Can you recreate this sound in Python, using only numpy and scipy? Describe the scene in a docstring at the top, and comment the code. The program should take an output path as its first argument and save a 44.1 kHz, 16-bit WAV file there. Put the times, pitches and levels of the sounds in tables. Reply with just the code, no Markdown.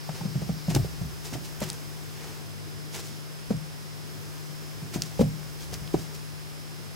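"""Kitten at play on carpet

A kitten pounces and scampers on a carpeted wooden floor, right in front of a camcorder standing on it.
Damped modes make the paws' thumps, and shaped noise the scuffs, the fur's rustle and the shaking.
Claws and a toy on a string tick as short rings and cracks; a small room echoes ticks and landings.
The camcorder's tape drum hums and whines in sine tones over soft filtered hiss and a low murmur.
"""
import sys
import numpy as np
from scipy import signal
from scipy.fft import rfft, irfft, next_fast_len
from scipy.io import wavfile
from scipy.ndimage import map_coordinates

SR = 44100
rng = np.random.default_rng(int(sys.argv[2]) if len(sys.argv) > 2 else 0)


def output_pcm(signal):
    """Save a mono or channel-first signal as 16-bit PCM at the path in sys.argv[1].

    Samples are clipped to [-1, 1] before scaling.
    """
    pcm = np.clip(np.atleast_2d(signal).T, -1, 1) * 32767
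    wavfile.write(sys.argv[1], SR, np.round(pcm).astype(np.int16))


N = 306495  # length in samples


def amp(db):
    """Level law: decibels to amplitude gain."""
    return 10 ** (np.asarray(db) / 20)


def unit(x):
    """Normalisation: scale to rms 1."""
    return x / np.sqrt(np.mean(x ** 2) + 1e-20)


def along(points, hz):
    """Logarithmic pitch scale: interpolate (Hz, value) points on a log-frequency axis."""
    f, v = np.transpose(points)
    return np.interp(np.log(hz + 1), np.log(f), v)


def curve(rows):
    """Linear interpolation: (s, value) rows to one value a sample."""
    return np.interp(np.arange(N) / SR, *np.transpose(rows))


def wobble(rate):
    """Slow random modulation: a smooth curve through random knots, rate of them a second."""
    knots = rng.standard_normal(int(N * rate / SR) + 4)
    return map_coordinates(knots, [np.arange(N) * rate / SR])


def filtered(x, response):
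    """Linear filtering: multiply the spectrum of x by a response of frequency."""
    m = next_fast_len(N + SR // 2)
    return irfft(rfft(x, m) * response(np.fft.rfftfreq(m, 1 / SR)), m)[..., :N]


def noise(spectrum, alike):
    """Partial coherence: stereo noise of rms 1 whose mid and side shares set the left-right likeness."""
    def mid_side_response(hz):
        turn = np.arccos(np.clip(along(alike, hz), -1, 1)) / 2
        return amp(along(spectrum, hz)) * [np.cos(turn), np.sin(turn)]

    mid, side = filtered(rng.standard_normal((2, N)), mid_side_response)
    return unit(np.array([mid + side, mid - side]))


def add(track, s, sound):
    """Superposition: mix a sound into a track from time s on."""
    part = track[..., round(s * SR):][..., :sound.shape[-1]]
    part += sound[..., :part.shape[-1]]


def swell(t, peak):
    """Impulse envelope: reaches 1 at the peak time and then dies away."""
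    return t / peak * np.exp(1 - t / peak)


def held(start, end, rise, fade):
    """Sustained envelope: rises linearly at the start, holds, and decays exponentially after the end."""
    t = np.arange(N) / SR
    return np.clip((t - start) / rise, 0, 1) * np.exp(-np.maximum(t - end, 0) / fade)


def strokes(rows):
    """Power addition: gain of overlapping strokes, each (strongest at s, dB, length s), slow to die."""
    rise_share = 0.46  # a stroke's rise over its length
    power = np.zeros(N)
    for s, db, length in rows:
        start = max(s - 2 * length, 0)
        u = (start + np.arange(SR // 2) / SR - s) / length
        shape = np.exp(np.where(u < 0, -.5 * (u / rise_share) ** 2, -u))
        add(power, start, (amp(db) * shape) ** 2)
    return np.sqrt(power)


# Spectrum of the steady hiss. Each row: frequency in Hz, relative level in dB.
HISS_SPECTRUM = [(150, -31), (350, 5), (600, 1), (900, -0.5), (1500, -2), (2500, -4.5), (4000, -6.5),
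                 (5500, -8), (6600, -9.5), (8000, -11), (11000, -11.5), (15800, -17.5)]
# Coherence of the hiss. Each row: frequency in Hz, left-right likeness from 0 to 1.
HISS_LIKENESS = [(400, 0), (3500, 0), (5000, 0.35), (8000, 0.43), (15000, 0.4)]
# Spectrum of the room's low murmur. Each row: frequency in Hz, relative level in dB.
MURMUR_SPECTRUM = [(20, -32), (50, -14), (80, -12.5), (102, 6), (135, -7), (185, -1.5), (240, -6.5),
                   (350, -4.5), (450, -9.5), (700, -72)]
# Coherence of the murmur. Each row: frequency in Hz, left-right likeness from 0 to 1.
MURMUR_LIKENESS = [(60, 1), (120, 1), (180, 1), (300, 0.73)]


def background():
    """Stationary noise: soft steady hiss and the low murmur of the room, slowly uneven in level."""
    hiss = amp(-46) * noise(HISS_SPECTRUM, HISS_LIKENESS)
    murmur_db = [[-50], [-51.5]] + 1.55 * wobble(3.844)
    murmur = amp(murmur_db) * noise(MURMUR_SPECTRUM, MURMUR_LIKENESS)
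    return hiss + murmur


# Tape drum whine.
# Each row: multiple of the drum speed, left rms level in dB, right rms level in dB.
DRUM_WHINE = [(2, -60, -94), (22, -78, -69), (28, -74, -67), (30, -77, -76), (32, -73, -58),
              (34, -59.5, -59.5), (36, -78, -57), (38, -68, -72), (40, -80, -66), (42, -71, -72)]
# Other camcorder tones. Each row: frequency in Hz, left rms level in dB, right rms level in dB.
OTHER_TONES = [(5231, -69, -67), (15623, -90, -74)]
DRUM_HZ = 150  # turns a second
WHIRR_DB, WHIRR_STOP_S, WHIRR_FADE_S = -52.5, .9, 0.2  # rms level; the motor runs, then winds down


def camcorder():
    """Rotational harmonics: the drum rocks both ports in near antiphase and whines; a small motor whirrs."""
    t = np.arange(N) / SR
    turns = DRUM_HZ * t + .003 * wobble(3)  # the speed drifts slightly

    def waver():
        return amp(.7 * wobble(5))

    port_phase = np.array([[0], [2.8]])  # radians
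    hum = amp([[-37.5], [-42]]) * waver() * np.sin(2 * np.pi * turns + port_phase)
    partials = [(round(k) * turns, left, right) for k, left, right in DRUM_WHINE]
    partials += [(hz * t, left, right) for hz, left, right in OTHER_TONES]
    whine = np.zeros((2, N))
    for cycles, left, right in partials:
        whine += amp([[left], [right]]) * waver() * np.sin(2 * np.pi * (cycles + rng.random()))
    running = amp(WHIRR_DB + 0.42 * wobble(22)) * held(0, WHIRR_STOP_S, 1 / SR, WHIRR_FADE_S)
    whirr_spectrum = [(3500, -12.5), (4600, -3.0), (5200, 0.5), (5700, -6), (7500, -34)]
    whirr = running * noise(whirr_spectrum, [(5000, 1.0)])
    return whirr + np.sqrt(2) * (hum + whine)  # a sine peaks at root 2 times its rms


# Bouts of play. Each row: start in seconds, end in seconds, rms level in dB.
PLAY_BOUTS = [(0, 2.33, -51), (4.03, 6.2, -53)]
# Spectrum of fur in the air. Each row: frequency in Hz, relative level in dB.
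FUR_SPECTRUM = [(300, 9), (1500, 3.5), (4000, -4.5), (6500, 2), (10000, -7.5), (15800, -3.5)]


def rustle():
    """Friction noise: fur rustles faintly and unevenly as long as the kitten is on the move."""
    moving = np.zeros(N)
    for start, end, db in PLAY_BOUTS:
        moving += amp(db) * held(start, end, rise=0.061, fade=0.14)
    return moving * amp(0.3 * wobble(8.2)) * noise(FUR_SPECTRUM, [(1000, 0.13), (8000, 1.0)])


# The kitten's distance from the camcorder. Each row: time in seconds, distance in metres.
KITTEN_DISTANCE = [(0, 0.46), (.68, 0.35), (.77, 0.085), (1.6, 0.22), (3.5, .5), (5.2, 0.41), (5.72, 0.045),
                   (6.95, .5)]
# Spectrum of deep floor movement. Each row: frequency in Hz, relative level in dB.
SAG_SPECTRUM = [(20, -20), (45, -7), (60, -1), (72, 3.5), (90, -2), (130, -0.5), (250, -40.5)]
SHAKE_DB, SHAKE_LAG_S, SHAKE_S = -35.5, 0.018, 0.066  # against the boom at 1 m; delay and length
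SHUFFLE_DB = -69.5  # shake from the kitten just shifting its weight, at 1 m
# both levels are before the left-right balance


def shaking():
    """Inverse-distance law: boards give under landings and shifts of weight and rock the camcorder."""
    landings = strokes((s + SHAKE_LAG_S, boom_db + SHAKE_DB, SHAKE_S) for s, boom_db, *_ in PAW_LANDINGS)
    strength = np.hypot(landings, amp(SHUFFLE_DB)) / curve(KITTEN_DISTANCE)
    balance = amp([[.7], [-.7]])
    return strength * noise(SAG_SPECTRUM, [(60, 0.91)]) * balance


# Decay of the room. Each row: frequency in Hz, time to fall by 60 dB in seconds.
ROOM_DECAY = [(100, 0.56), (200, 0.23), (500, 0.15), (2000, 0.25), (12000, 0.13)]


def echo(x, delay):
    """Diffuse reverberation: the room answers one short sound; long waves reach both ports alike."""
    hz, t, z = signal.stft(rng.standard_normal((2, SR // 2)), SR, nperseg=256)
    z = z * amp(-60 * t / along(ROOM_DECAY, hz)[:, None])
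    apart = along([(150, 0.39), (700, 0.8)], hz)[:, None]
    ports = np.array([z[0] + apart * z[1], z[0] - apart * z[1]])
    tail = signal.istft(ports, SR, nperseg=256)[1]
    tail = np.pad(tail / np.linalg.norm(tail[0]), ((0, 0), (int(abs(delay) * SR), 0)))
    return signal.fftconvolve(x[None], tail, axes=1)


# Claws and toy ticking.
# Each row: time in seconds, level in dB before the band filter, ring frequency in Hz.
CLAW_AND_TOY_TICKS = [(0.0953, -22, 1590), (.6975, -27.5, 7000), (1.605, -20, 11500), (1.641, -27, 12000),
                      (1.6897, -22.5, 8800), (1.7013, -16, 8000), (1.731, -25.5, 10000),
                      (3.5677, -29.5, 6960), (4.382, -27.5, 7000), (5.0208, -4.5, 5600), (5.036, -20, 6300),
                      (5.431, -21, 1500), (5.7415, -16.5, 5130), (5.8764, -22.5, 2970)]


def ticks():
    """Impulsive contact: a hard point snaps in a crack, a ring of a few cycles and a little scatter."""
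    t = np.arange(SR // 30) / SR
    out = np.zeros((2, N))
    for s, db, hz in CLAW_AND_TOY_TICKS:
        ring = amp(-60 * t / 0.0011) * np.sin(2 * np.pi * hz * t)
        crack_decay = 0.85 * amp(-60 * t / 0.0015) + 0.21 * amp(-60 * t / 0.02)
        crack = crack_decay * rng.standard_normal(len(t))
        edges = [min(0.7 * hz, 4200), min(1.2 * hz, 17000)]
        band = signal.butter(1, edges, "band", fs=SR, output="sos")
        tick = amp(db) * signal.sosfilt(band, ring + crack)
        add(out, s, np.array([tick, tick]))
        add(out, s, echo(amp(-29.0) * tick, delay=0.0032))
    return out


# Paws and fur dragged over the carpet. Each row: strongest moment in seconds, level in dB,
# length in seconds, brightness from 0 to 1.
CARPET_SCUFFS = [(.17, -44, 0.063, 0.4), (.708, -34.5, 0.019, 0.56), (.7505, -26, 0.0035, 1),
                 (.764, -33, 0.0071, 0.54), (1.259, -40, 0.037, 0.76), (1.34, -37.5, 0.018, 0.5),
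                 (1.459, -43.5, 0.032, .9), (1.624, -36, 0.026, 0.42), (1.7, -44, 0.084, 0.5),
                 (2.25, -45.5, 0.12, 0.23), (2.962, -36.5, 0.046, 0.63), (3.075, -47.5, 0.097, 1),
                 (4.945, -35.5, 0.023, 0.63), (5.06, -47, 0.089, 0.78), (5.211, -37.5, 0.012, 0.54),
                 (5.621, -43, 0.037, .75), (5.737, -36.5, 0.017, 0.6), (6.0, -44, 0.043, 0.84),
                 (6.151, -43, .02, .7)]
# Spectrum of soft fur on pile. Each row: frequency in Hz, relative level in dB.
FUR_ON_PILE = [(100, -6), (250, -2), (380, 11), (550, 0.5), (800, 1.5), (1300, -3), (2500, -2), (6000, -16),
               (15000, -35)]
# Spectrum of claws through pile. Each row: frequency in Hz, relative level in dB.
CLAWS_IN_PILE = [(300, -16), (1500, -4), (3000, 1.5), (6000, 6), (9000, -1.5), (15000, -7.5)]
SLIP_DB, SLIP_GROWS = -38, .3  # a landing paw's slip under a 0 dB knock; dB per dB of knock
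SLIP_LAG_S, SLIP_S, SLIP_BRIGHT = .006, 0.019, 0.37  # delay, length and brightness of that slip


def scuffs():
    """Friction noise: pile flicks past fur (dull) and claws (bright) in every drag and landing slip."""
    slips = [(s + SLIP_LAG_S, SLIP_DB + SLIP_GROWS * knock_db, SLIP_S, SLIP_BRIGHT)
             for s, _, _, knock_db, _ in PAW_LANDINGS]
    s, db, length, bright = np.transpose(list(CARPET_SCUFFS) + slips)
    likeness = [(500, 0.94), (3000, 0.62), (8000, 0.91)]
    brush = np.zeros((2, N))
    for share, spectrum in ((1 - bright, FUR_ON_PILE), (bright, CLAWS_IN_PILE)):
        level_db = db + 10 * np.log10(np.clip(share, .01, 1))  # brightness splits the power
        brush += strokes(zip(s, level_db, length)) * noise(spectrum, likeness)
    flicks = unit(amp(2.4 * wobble(2000) + 1.6 * wobble(70)))
    return brush * flicks


# Paw landings; levels are before the floor's stiffness and the left-right balance.
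# Each row: start in seconds, boom level in dB, boom frequency in Hz, knock level in dB,
# knock frequency in Hz.
PAW_LANDINGS = [(0.09, -30.5, 154, -30, 750), (0.209, -27, 161, -34, 848), (0.252, -23, 181, -33, 507),
                (0.352, -17.5, 151, -38, 328), (0.418, -22.5, 143, -32, 335), (0.49, -18, 179, -32, 496),
                (0.681, -16, 159.5, -31, 610), (0.708, -34, 125, -31, 347), (0.745, -18, 126, -22, 320),
                (0.762, -17.5, 147, -13, 322), (0.79, -19.5, 127, -46, 320), (0.845, -29, 137, -31, 427),
                (1.011, -21, 136, -45, 517), (1.324, -31.5, 245, -39, 456), (1.351, -24.5, 134, -28.5, 316),
                (1.616, -24, 206, -22.5, 600), (3.5052, -15.5, 212, -19.5, 471),
                (4.496, -37.5, 155, -70, 549), (4.822, -30, 159, -60, 385), (4.958, -20, 166.7, -22.5, 304),
                (5.193, -13, 165, -13.5, 520), (5.21, -9.5, 233, -12, 475), (5.725, -32, 159, -35, 387),
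                (5.815, -30, 144, -64, 366), (5.9411, -24.5, 169, -10, 356)]
# Long modes of the floor and room.
# Each row: frequency in Hz, relative level in dB, time to fall by 60 dB in seconds.
FLOOR_MODES = [(66.2, -24, 0.35), (115.3, -12, 0.35), (126.8, -8.5, 0.28), (153.76, -6, 0.4),
               (168, -14, 0.6), (194.6, -11, 0.28), (251.5, -16.5, 0.32), (293, -20, 0.16)]
# Spectrum of a soft pad pressed on pile. Each row: frequency in Hz, relative level in dB.
PAD_SPECTRUM = [(30, -30), (150, -29), (300, 5), (700, 13.5), (1200, 0.5), (2000, -16.5), (5000, -34)]
PAD_HZ = 673  # pitch of the pad's slap
PAT_DB, PAT_GROWS = -24, 0.53  # the pad's press under a 0 dB knock; dB it gains per dB of knock
RING_FROM_BOOM_DB, RING_FROM_KNOCK_DB = -3, -14.5  # how strongly each sets the floor ringing
STIFF_HZ, STIFF_WIDTH_HZ, STIFF_DB = 101, 13.6, -5.5  # it hardly moves between its two lowest modes


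def thumps():
    """Modal excitation: a paw slaps pile, knocks the board, bends it in a boom and rings the floor."""
    t = np.arange(SR // 2) / SR
    near, far, press = np.zeros(N), np.zeros((2, N)), np.zeros(N)
    for s, boom_db, boom_hz, knock_db, knock_hz in PAW_LANDINGS:
        cycles = boom_hz * t  # the boom crests after about one cycle, whatever its pitch
        boom = -amp(boom_db) * swell(cycles, 1.27) ** 2 * np.sin(2 * np.pi * cycles)
        board = np.sin(2 * np.pi * knock_hz * t) + 0.15 * np.sin(2 * np.pi * 1.45 * knock_hz * t)
        knock = amp(knock_db) * swell(t, .0028) ** 2.06 * board
        pat_db = PAT_DB + PAT_GROWS * knock_db
        slap = amp(pat_db + 1.5) * swell(t, 0.0029) ** 2 * np.sin(2 * np.pi * PAD_HZ * t)
        ring = np.zeros(len(t))
        for hz, db, t60 in FLOOR_MODES:  # every landing stirs the modes in a new phase
            ring += amp(db - 60 * t / t60) * np.sin(2 * np.pi * (hz * t + rng.random()))
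        weight = np.hypot(amp(boom_db + RING_FROM_BOOM_DB), amp(knock_db + RING_FROM_KNOCK_DB))
        ring_onset = 1 - np.exp(-t / 0.0079)
        add(near, s, boom + knock + slap + weight * ring * ring_onset)
        add(far, s, echo(amp(-10.5) * knock + amp(-3) * slap, delay=0.00904))
        add(press, s, amp(pat_db) * swell(t, 0.0039))

    def floor_response(hz):
        # the low thump reaches the left port a little sooner
        lead = np.exp(1j * 0.28 * np.minimum(hz / 160, 1.55) * np.array([[1], [-1]]))
        stiff = amp(STIFF_DB * np.exp(-.5 * ((hz - STIFF_HZ) / STIFF_WIDTH_HZ) ** 2))
        return lead * stiff

    direct = filtered(near, floor_response) * amp([[.7], [-.7]])  # and stronger on the left
    return direct + far + press * noise(PAD_SPECTRUM, [(500, 0.57)])


def scene():
    """Superposition: the kitten over the steady sounds."""
    steady = background() + camcorder()
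    return steady + rustle() + shaking() + ticks() + scuffs() + thumps()


def record(dry):
    """Band limiting: the camcorder keeps nothing from 15.9 kHz up."""
    return filtered(dry, lambda hz: hz < 15900)


dry = scene()
out = record(dry)
output_pcm(out)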